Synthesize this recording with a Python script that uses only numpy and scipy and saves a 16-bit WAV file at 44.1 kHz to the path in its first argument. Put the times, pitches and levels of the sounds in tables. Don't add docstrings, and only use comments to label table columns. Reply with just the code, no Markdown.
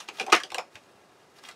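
import sys
import numpy as np
from scipy import signal
from scipy.fft import rfft, irfft
from scipy.io import wavfile
from scipy.ndimage import uniform_filter1d

SR = 44100
rng = np.random.default_rng(int(sys.argv[2]) if len(sys.argv) > 2 else 0)


def put_to_file(sound):
    columns = np.atleast_2d(sound).T
    safe = np.clip(columns, -1, 1)
    whole_steps = np.round(safe * 32767)
    wavfile.write(sys.argv[1], SR, whole_steps.astype(np.int16))


def boost_factor(decibels):
    exponent = np.asarray(decibels, float) / 20
    return 10 ** exponent


N = 68355


def band(x, hz, width_hz):
    return signal.lfilter(*signal.iirpeak(min(hz, 0.45 * SR), hz / width_hz, fs=SR), x)


def unit(x):
    return x / np.sqrt(np.mean(x ** 2))


def walk(rate_hz):
    hold = int(SR / rate_hz)
    steps = np.repeat(rng.standard_normal(N // hold + 1), hold)
    smooth = uniform_filter1d(uniform_filter1d(steps, hold), hold)
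    return unit(smooth[:N])


def hiss():
    # f/Hz, density level/dB
    spectrum = [(25, -42), (100, -11.5), (350, -3.5), (820, -7), (2500, -22.5), (9000, -31), (12500, -44),
                (15500, -58)]
    hiss_db, flicker_db = -59, 0.34
    hz, db = np.array(spectrum).T
    bin_hz = np.arange(N // 2 + 1) * SR / N
    colour = boost_factor(np.interp(np.log(bin_hz + 1), np.log(hz), db))
    noise = irfft(rfft(rng.standard_normal(N)) * colour, N)
    return unit(noise) * boost_factor(hiss_db + flicker_db * walk(33))


def thumps():
    # t/s, level/dB
    landings = [
        (0.328, -60),
        (0.518, -57.5),
        (0.749, -53),
        (.95, -60),
        (1.289, -65.5),
    ]
    hz, width_hz = 104, 47
    push = np.zeros(N)
    for start_s, db in landings:
        push[int(start_s * SR)] += boost_factor(db) * SR / width_hz / np.pi
    return band(band(push, hz, width_hz), hz, 2 * width_hz)


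def room(x):
    # delay/ms, level/dB
    echo_table = [
        (2.42, -2.5),
        (4.9, -18),
        (10.3, -16),
        (12.8, -15),
    ]
    # f/Hz, level/dB, T60/s
    tail = [(328, -31, 0.13), (600, -32, .15), (1200, -30.5, 0.12), (2400, -29.5, 0.093),
            (4640, -33.5, 0.17), (8260, -28, 0.12), (13000, -33.5, .1)]
    rise_ms, echo_dull_hz = 1.3, 3500
    t = np.arange(SR // 6) / SR
    response = 0
    for hz, db, t60 in tail:
        fade = boost_factor(db - 60 * t / t60) * (1 - np.exp(-t * 1000 / rise_ms))
        diffuse = unit(fade * band(rng.standard_normal(len(t)), hz, 0.79 * hz))
        response = response + diffuse * np.sqrt(np.mean(fade ** 2)) / 2
    echoes = sum(boost_factor(db) * np.sinc((t - ms / 1000) * SR) for ms, db in echo_table)
    response = response + signal.lfilter(*signal.butter(1, echo_dull_hz, fs=SR), echoes)
    response[0] += 1
    return signal.fftconvolve(x, response)


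def slide():
    # t/s, level/dB
    strokes = [(0, -53), (0.109, -70), (.14, -56), (.19, -51.5), (.22, -58), (.64, -69), (0.701, -68.5),
               (.75, -60), (0.799, -67), (1.349, -68.5), (1.384, -55), (1.41, -68.5), (1.435, -55),
               (1.451, -54), (1.472, -54), (1.49, -52.5), (1.522, -60.5), (1.55, -69)]
    # f/Hz, bandwidth/Hz, level/dB
    rub = [(900, 1300, 2.5), (2940, 6300, 2.5), (6300, 9500, -5), (9900, 5000, -17.5)]
    grain_db, flicker_db = 0.5, 1.5
    grain = rng.standard_normal(N) * boost_factor(grain_db * rng.exponential(size=N))
    rubbed = sum((-1) ** k * boost_factor(db) * band(grain, hz, width_hz)
                 for k, (hz, width_hz, db) in enumerate(rub))
    stroke_db = np.interp(np.arange(N) / SR, *np.array(strokes).T)
    return unit(rubbed) * boost_factor(stroke_db + flicker_db * walk(140))


def burst(db, modes, length_ms):
    size = 2048
    lead_db, scatter_db, rise_share = 9, 1.5, 0.18
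    u = np.arange(size) / SR * 1000 / length_ms
    shape = np.exp(-u) * (1 - np.exp(-u / rise_share))
    scatter = boost_factor(scatter_db * rng.exponential(size=size))
    clicks = shape * rng.standard_normal((len(modes), size)) * scatter
    clicks[:, 0] = boost_factor(lead_db) / length_ms
    rung = 0
    for click, (hz, width_hz, mode_db) in zip(clicks, modes):
        steep = band(band(click, hz, width_hz), hz, width_hz)
        rung = rung + boost_factor(mode_db) * unit(steep)
    return rung * np.sqrt(np.mean(shape ** 2)) * boost_factor(db) / 2


def partials(hz, ratios):
    return [(hz * ratio, hz * width, db) for ratio, width, db in ratios]


def place(sounds):
    out = np.zeros(N + SR)
    for start_s, sound in sounds:
        wet, i = room(sound), int(start_s * SR)
        out[i:i + len(wet)] += wet
    return out[:N]


def flaps():
    # t/s, level/dB, f/Hz, length/ms
    flap_table = [(.002, -37, 1060, 5.3), (.085, -30.5, 810, 2.05), (.1, -42, 462, 5.1),
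                  (.184, -37.5, 714, 5.5), (.199, -28, 810, 5.9), (.205, -30, 415, 6.9),
                  (.265, -25.5, 720, 2.2), (.281, -21.5, 750, 2), (.294, -22.5, 746, 0.96),
                  (.12, -62, 261, 10), (.2, -35, 213, 11), (.324, -8.5, 1147, 2.7), (.326, -9.5, 900, 3.97),
                  (.325, -15, 374, 2.48), (.331, -12, 1330, 2.3), (.436, -37, 537, 4.3),
                  (.518, -24.5, 830, 1.8), (.545, -21, 1110, 0.73), (.546, -28, 530, 2.03),
                  (.577, -27, 678, 3.4), (.583, -24, 582, 2.2), (.59, -26, 850, 3.3), (.756, -43, 600, 3.6),
                  (1.385, -52, 900, 3), (1.438, -38, 1070, 2.7), (1.488, -37, 1200, 3.5)]
    # ratio to pitch, bandwidth/pitch, level/dB
    face = [(.5, 0.36, -10), (1, 0.4, 1.5), (1.45, 0.53, -3), (2.4, 1.35, -13)]
    return place([(s, burst(db, partials(hz, face), ms)) for s, db, hz, ms in flap_table])


def snaps():
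    # t/s, level/dB, f/Hz, tick over crack/dB, length/ms
    snap_table = [(.001, -36.5, 2950, -3.5, 5.4), (.077, -44, 3000, -11, 7.5),
                  (0.086, -26.5, 2400, -10.5, 2.93), (0.17, -42, 3500, -10, 5.5),
                  (0.185, -35, 2940, -17, 3.9), (.198, -13.5, 2570, -17, 1.63), (.208, -29, 2600, -10.5, 7),
                  (.265, -29.5, 2870, -6.5, 0.93), (0.298, -35, 2930, -12, 5.9),
                  (.435, -19, 3090, -14.5, 0.99), (.503, -29.5, 2630, -12, 1), (0.519, -30, 3500, -6, 1.1),
                  (.545, -17.5, 2670, -6, 1.01), (.583, -16, 2700, -10, 0.98),
                  (.755, -29.5, 2400, -14.5, 1.4), (0.837, -53, 3950, -7, 1.2),
                  (1.385, -48, 3970, -13, 3.7), (1.438, -36, 2660, -6.5, 0.95),
                  (1.449, -38.5, 2880, -19, 4), (1.487, -35.5, 2570, -4.5, 2.4), (1.512, -40, 3600, -10, 2)]
    # t/s, level/dB, f/Hz, tick over crack/dB, length/ms
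    slap = [
        (0.321, -15.5, 2430, -11, 2.5),
        (.324, -8, 2840, -12.5, 4.25),
        (0.332, -9, 2640, -9.5, 1.13),
        (.340, -13, 2120, -28, 3.9),
        (.344, -12, 1860, -34, 2.5),
        (.351, -13.5, 2140, -8.5, 1.46),
        (.361, -19, 1990, -11.5, 4.1),
        (.399, -27.5, 1700, -13, 4.7),
    ]
    # ratio to pitch, bandwidth/pitch, level/dB
    edge = [(0.658, .3, -7.5), (1.002, 0.38, 2), (1.35, 0.61, -4), (1.9, 0.57, -10)]
    # f/Hz, bandwidth/Hz, level/dB
    varnish = [(5190, 4460, 7.5), (8140, 3400, -6), (11700, 4600, -16.5)]
    sounds = []
    for start_s, db, hz, tick_db, length_ms in snap_table + slap:
        crack = burst(db, partials(hz, edge), length_ms)
        tick = burst(db + tick_db, varnish, length_ms)
        sounds.append((start_s, crack + tick))
    return place(sounds)


def scene():
    still = hiss() + thumps()
    moving = room(slide())[:N] + flaps() + snaps()
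    low_cut = signal.butter(2, 188, "high", fs=SR, output="sos")
    return (signal.sosfilt(low_cut, moving) + still)[None]


def roll_off(x):
    return signal.sosfilt(signal.butter(12, 16450, fs=SR, output="sos"), x)


def record(dry):
    top_cut = signal.ellip(6, 0.3, 28, 15700, fs=SR, output="sos")
    mix = signal.sosfilt(top_cut, dry)
    return roll_off(mix)


dry = scene()
out = record(dry)
put_to_file(out)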